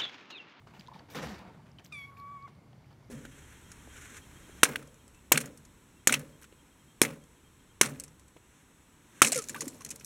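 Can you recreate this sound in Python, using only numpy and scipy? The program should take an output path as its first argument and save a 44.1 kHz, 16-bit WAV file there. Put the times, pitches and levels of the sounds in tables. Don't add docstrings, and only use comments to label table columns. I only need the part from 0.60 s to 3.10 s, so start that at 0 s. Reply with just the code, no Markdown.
import sys
import numpy as np
from scipy import signal
from scipy.fft import rfft, irfft
from scipy.io import wavfile
from scipy.ndimage import uniform_filter1d

SR = 44100
rng = np.random.default_rng(int(sys.argv[2]) if len(sys.argv) > 2 else 0)


def linear_from_db(decibels):
    return 10 ** (np.asarray(decibels, float) / 20)


def materialize(psi):
    bounded = np.clip(np.atleast_2d(psi).T, -1, 1)
    quanta = np.round(bounded * 32767).astype(np.int16)
    wavfile.write(sys.argv[1], SR, quanta)


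N = 110250
T = np.arange(N) / SR
BANDS_HZ = 28 * 2 ** np.arange(0, 9.3, 1 / 3)


def curve(table, x, log=False):
    a, b = np.array(table, float).T
    if log:
        return np.interp(np.log(x), np.log(a), b)
    return np.interp(x, a, b)


def walk(rate_hz):
    k = max(int(SR / rate_hz), 1)
    steps = np.repeat(rng.standard_normal(N // k + 1), k)
    smooth = uniform_filter1d(uniform_filter1d(steps, k), k)[:N]
    return smooth / smooth.std()


def band(hz, width_hz):
    f = np.arange(N // 2 + 1) * SR / N
    spectrum = rfft(rng.standard_normal(N)) * np.exp(-((f - hz) / width_hz) ** 2)
    return irfft(spectrum, N) / np.sqrt(SR)


def mew():
    # time_s, pitch_hz
    mew_pitch = [(1.33, 1200), (1.366, 1150), (1.44, 1104), (1.468, 1124), (1.548, 1103), (1.595, 1126),
                 (1.745, 1128), (1.79, 1102), (1.854, 1134)]
    # time_s, effort_db
    mew_effort = [(1.325, -60.5), (1.455, -63.5), (1.495, -56), (1.57, -61), (1.598, -51), (1.762, -48),
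                  (1.805, -55.5), (1.856, -48.5), (1.878, -61.5)]
    # time_s, pitch_flick_hz, level_change_db, length_s
    mew_flicks = [
        (1.466, 15, -6, .003),
        (1.51, 0, -5, .005),
        (1.547, 0, -8, .004),
        (1.561, 0, -8, .003),
        (1.721, 24, 1, .008),
        (1.766, 14, 1, .006),
        (1.809, 0, -5, .004),
        (1.326, 0, 2.5, .004),
        (1.852, 0, 1.5, .008),
    ]
    # time_s, opening (0 shut, 1 open)
    mew_mouth = [
        (1.321, .2),
        (1.324, 1.0),
        (1.454, 1.0),
        (1.464, .64),
        (1.51, .16),
        (1.76, .0),
        (1.81, .35),
        (1.852, .0),
        (1.876, .5),
    ]
    # frequency_hz, level_db
    open_colour = [(1100, -2), (2300, 15.5), (3500, 5), (4600, -6.5), (5700, -11), (7000, -17),
                   (15000, -28)]
    # frequency_hz, level_db
    shut_colour = [(1100, 1), (2250, -19), (3400, -35.5), (4500, -46), (7000, -55), (15000, -61)]
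    start_s, attack_s, end_s, release_s = 1.314, .0031, 1.875, .004
    age = T - start_s
    since_start = np.abs(age)

    jitter = .0027
    hz = curve(mew_pitch, T) * (1 + jitter * walk(160) + jitter * walk(25.1))
    hz = hz + 230 * np.exp(-since_start / .006)
    hz = hz - 7500 * np.clip(T - 1.861, 0, .03)
    effort_db = curve(mew_effort, T) + 0.97
    for s, flick_hz, change_db, length_s in mew_flicks:
        bump = np.exp(-((T - s) / length_s) ** 2)
        hz = hz + flick_hz * bump
        effort_db = effort_db + change_db * bump
    phase = 2 * np.pi * np.cumsum(hz) / SR
    mouth = np.clip(curve(mew_mouth, T), 0, 1.2)

    dulling_db_s, shimmer_db, patchy_db = 38, .5, .8
    air_db, rasp_db, rasp_s = -23, 9, .0072
    ring_lag_s = .008
    ring_hz = 11800 - 4800 * np.exp(-since_start / .063)
    ring_level = np.clip((age - ring_lag_s) / ring_lag_s, 0, 1) * linear_from_db(-70.5 - 65 * age)
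    voice = 0
    for k in range(1, 14):
        f = k * hz
        above_second = max(k - 2, 0) ** .5
        open_db = curve(open_colour, f, True) - dulling_db_s * above_second * age
        shut_db = curve(shut_colour, f, True)
        throat = linear_from_db(effort_db + mouth * open_db + (1 - mouth) * shut_db)
        ring = ring_level * np.exp(-((f - ring_hz) / 1600) ** 2)
        rough = 1 + k * linear_from_db(air_db + rasp_db * np.exp(-since_start / rasp_s)) * walk(700)
        flicker = linear_from_db(shimmer_db * np.sqrt(k) * walk(60) + patchy_db * above_second * walk(25))
        tone = np.sin(k * phase + k * k) * (f < 15700)
        voice = voice + (throat + ring) * flicker * rough * tone

    breath = band(1390, 570)
    breath = linear_from_db(-74.5 + 3.7 * walk(38.9)) * breath / breath.std()
    hiss = band(4900, 4000)
    hiss = linear_from_db(-69.5 - 46 * since_start + 2.3 * walk(150)) * np.sqrt(mouth) * hiss / hiss.std()
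    gate = np.clip(age / attack_s, 0, 1) * np.exp(-np.clip(T - end_s, 0, 1) / release_s)
    return gate * (np.sqrt(2) * voice + hiss + breath)


def blips(table, glide, spit_db):
    out = np.zeros(N)
    for s, db, hz, length_s in table:
        u = (T - s) / length_s
        swell = np.cos(np.pi * np.clip(u, -.5, .5)) ** 2
        tone = swell * np.sin(2 * np.pi * hz * (T - s) * (1 + glide * u))
        spit = band(hz, 0.5 * hz)
        spit = spit / spit.std() * np.exp(-np.clip(u + 0.34, 0, 40) / 0.51) * (u > -.4)
        out += linear_from_db(db) * (tone + .4 * linear_from_db(spit_db) * spit)
    return out


def smacks():
    # start_s, level_db, pitch_hz, length_s
    click_events = [(.072, -48.5, 1190, 0.0043), (.284, -57, 5000, 0.0018), (.153, -58, 2950, 0.014),
                    (.197, -47, 4840, 0.0045), (.21, -38.5, 3370, 0.00069), (.266, -52.5, 3500, 0.0022),
                    (.274, -47, 3880, 0.0019), (.338, -56, 3730, 0.0076), (.395, -53.5, 4530, 0.011),
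                    (.396, -48.5, 1600, 0.0027), (.791, -53, 11100, 0.00027), (.792, -48, 4000, 0.0011),
                    (.075, -58, 3000, .005), (.197, -55, 3000, .003), (.345, -54, 2300, .008),
                    (1.117, -54.5, 5070, 0.0019), (1.188, -46, 3060, 0.0065), (1.196, -52, 2560, 0.0049),
                    (1.204, -58, 3000, 0.0017), (1.248, -45.5, 6440, 0.0012), (1.258, -44, 2540, 0.0011),
                    (1.263, -43.5, 4500, 0.00069), (1.278, -64, 11600, 0.0039), (1.572, -56, 2340, 0.0088),
                    (1.601, -53.5, 4170, 0.0033), (1.826, -56, 4200, 0.0019), (1.878, -48.5, 1490, 0.004),
                    (1.881, -49, 800, 0.0069), (1.952, -66, 4200, .003), (2.132, -59, 3000, 0.0029),
                    (2.245, -59.5, 2200, 0.0044), (2.308, -62, 2980, 0.0087), (2.33, -62.5, 4460, 0.0049),
                    (2.447, -63.5, 4490, 0.0016), (.274, -57, 6130, 0.0019), (.393, -51, 3100, .004),
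                    (.138, -54, 2500, 0.0033), (.167, -55, 2720, 0.0055), (.508, -62, 12400, 0.018),
                    (.505, -58, 4780, .01), (.549, -39, 2000, 0.0029), (.558, -43, 5500, .0015),
                    (.624, -46, 6000, .001), (.687, -42, 3000, .002), (.745, -50, 3700, 0.0065),
                    (1.325, -58.5, 5400, 0.0096), (1.327, -62, 9900, .006), (1.582, -67, 14200, .003),
                    (1.587, -62, 13500, .002), (1.6, -63, 14000, .003), (1.6, -66, 10000, .002)]
    return blips(click_events, .01, 0)


def gurgles():
    # start_s, level_db, pitch_hz, length_s
    bubble_events = [
        (.289, -42.5, 994, .015),
        (.319, -44.5, 960, 0.0093),
        (.327, -43, 960, 0.0063),
        (.362, -42.5, 900, 0.01),
        (.408, -53.5, 1030, 0.0082),
        (1.893, -62, 1080, 0.023),
        (1, -56.5, 886, 0.018),
        (.905, -50.5, 900, 0.019),
    ]
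    return blips(bubble_events, .04, -3.5)


def taps():
    # start_s, level_db, pitch_hz, length_s
    tap_events = [(.022, -57, 940, .004), (.116, -59, 890, 0.0059), (1.99, -59, 700, 0.0033),
                  (2.038, -54, 500, .003), (2.074, -60, 888, 0.0047), (2.133, -56.5, 620, .004),
                  (2.181, -59, 550, .003), (2.207, -58.5, 900, 0.0055), (2.312, -62, 930, 0.0086),
                  (2.43, -60.5, 990, .008), (2.45, -58, 450, 0.0035)]
    return blips(tap_events, 0, 1.7)


def thumps():
    # start_s, level_db, pitch_hz, length_s
    thump_events = [(.2, -49, 192, 0.044), (.357, -47.5, 188, 0.03), (.575, -41, 154.4, 0.056),
                    (.57, -39.5, 482, 0.023), (.6, -40, 202, 0.047), (.637, -39.5, 513, 0.031),
                    (.64, -42, 154.4, 0.13), (.67, -47, 72.4, 0.15), (.72, -41, 202, 0.079),
                    (.76, -51, 79, 0.18), (.81, -51, 187, 0.078), (.87, -49.5, 172, 0.053),
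                    (.98, -50.5, 167, 0.063)]
    return blips(thump_events, -0.16, -1.7)


def scuffs():
    # start_s, level_db, fade_to_-60_db_s, brightness_db_per_octave
    scuff_events = [(0.067, -56.5, 0.42, 1), (0.135, -58.5, 1.2, 2.5), (.194, -55.5, 0.068, 6),
                    (.335, -55.5, 0.62, 1.5), (0.391, -68.5, 0.32, -14), (.484, -55, 1.4, 0.5),
                    (0.499, -64, 1.1, 8), (0.546, -39, 0.28, 3.5), (0.557, -41.5, 0.45, 2.5),
                    (.58, -41.5, 0.24, 1), (0.617, -43.5, 0.91, 2), (.622, -46, 0.26, 3.5),
                    (.745, -52.5, 0.31, 2.5), (.686, -49.5, 0.64, 1), (0.781, -52, 0.089, 4.5),
                    (0.82, -58.5, 1.17, -3), (1.056, -61.5, 0.4, 1.5), (1.188, -55, 0.14, 2),
                    (1.241, -66.5, 0.15, 9.5), (1.322, -62, 0.059, 6), (1.38, -63.5, 0.14, 6),
                    (1.569, -62, 0.29, 3.5), (1.877, -58, 0.14, 3), (2.128, -56.5, 0.043, -0.5),
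                    (2.305, -61.5, 0.17, 2)]
    # frequency_hz, level_db_per_hz
    cloth_colour = [(60, -40), (200, 5.5), (500, 0), (900, -1), (2000, -8.5), (6300, -23), (10000, -36.5),
                    (15500, -37)]
    attack_s, treble_fade, grain_db, band_grain_db = .0028, .15, 1.24, 2.0
    grain = .5 * grain_db * walk(70.92) + grain_db * walk(500)
    coarse_t = T[::32]
    s, db, t60_s, tilt_db = np.array(scuff_events).T[:, :, None]
    age = np.clip(coarse_t - s, 0, None)
    attack = 1 - np.exp(-age / attack_s)
    out = 0
    for hz in BANDS_HZ:
        octave = np.log2(hz / 1000)
        band_t60_s = t60_s * 2 ** (-treble_fade * octave)
        fade = attack * linear_from_db(db + tilt_db * max(octave, -1) - 60 * age / band_t60_s)
        drag = np.interp(T, coarse_t, np.sqrt(np.sum(fade ** 2, axis=0)))
        texture = linear_from_db(curve(cloth_colour, hz, True) + 59 + grain + band_grain_db * walk(30.12))
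        out = out + texture * drag * band(hz, hz / 6)
    return out


def room():
    # frequency_hz, level_db_per_hz
    room_colour = [(25, -19), (42, -9), (130, 5), (300, -11), (1100, -20), (2400, -27), (8000, -37.5),
                   (15500, -45)]
    swell = walk(0.47)
    out = 0
    for hz in BANDS_HZ:
        out = out + linear_from_db(curve(room_colour, hz, True) + .5 * swell + walk(11.63)) * band(hz, hz / 6)
    out = out + linear_from_db(-21 + 2.0 * walk(24.27)) * band(2150, 160)
    return out * linear_from_db(-57) / out.std()


def scene():
    near = mew() + smacks() + gurgles() + taps()
    echo_db, echo_t60_s = -21, .35
    tail = uniform_filter1d(rng.standard_normal(SR // 3), 4) * linear_from_db(-60 * T[:SR // 3] / echo_t60_s)
    echo = signal.fftconvolve(near, tail / np.sqrt(np.sum(tail ** 2)))[:N]
    return (near + linear_from_db(echo_db) * echo + thumps() + scuffs() + room())[None]


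def band_limit(x):
    return signal.sosfilt(signal.butter(12, 15760, fs=SR, output="sos"), x)


def record(dry):
    rumble_cut = signal.butter(2, 30, "high", fs=SR, output="sos")
    treble_cut = signal.ellip(10, .2, 70, 15750, fs=SR, output="sos")
    mix = signal.sosfilt(treble_cut, signal.sosfilt(rumble_cut, dry))
    return band_limit(mix)


dry = scene()
out = record(dry)
materialize(out)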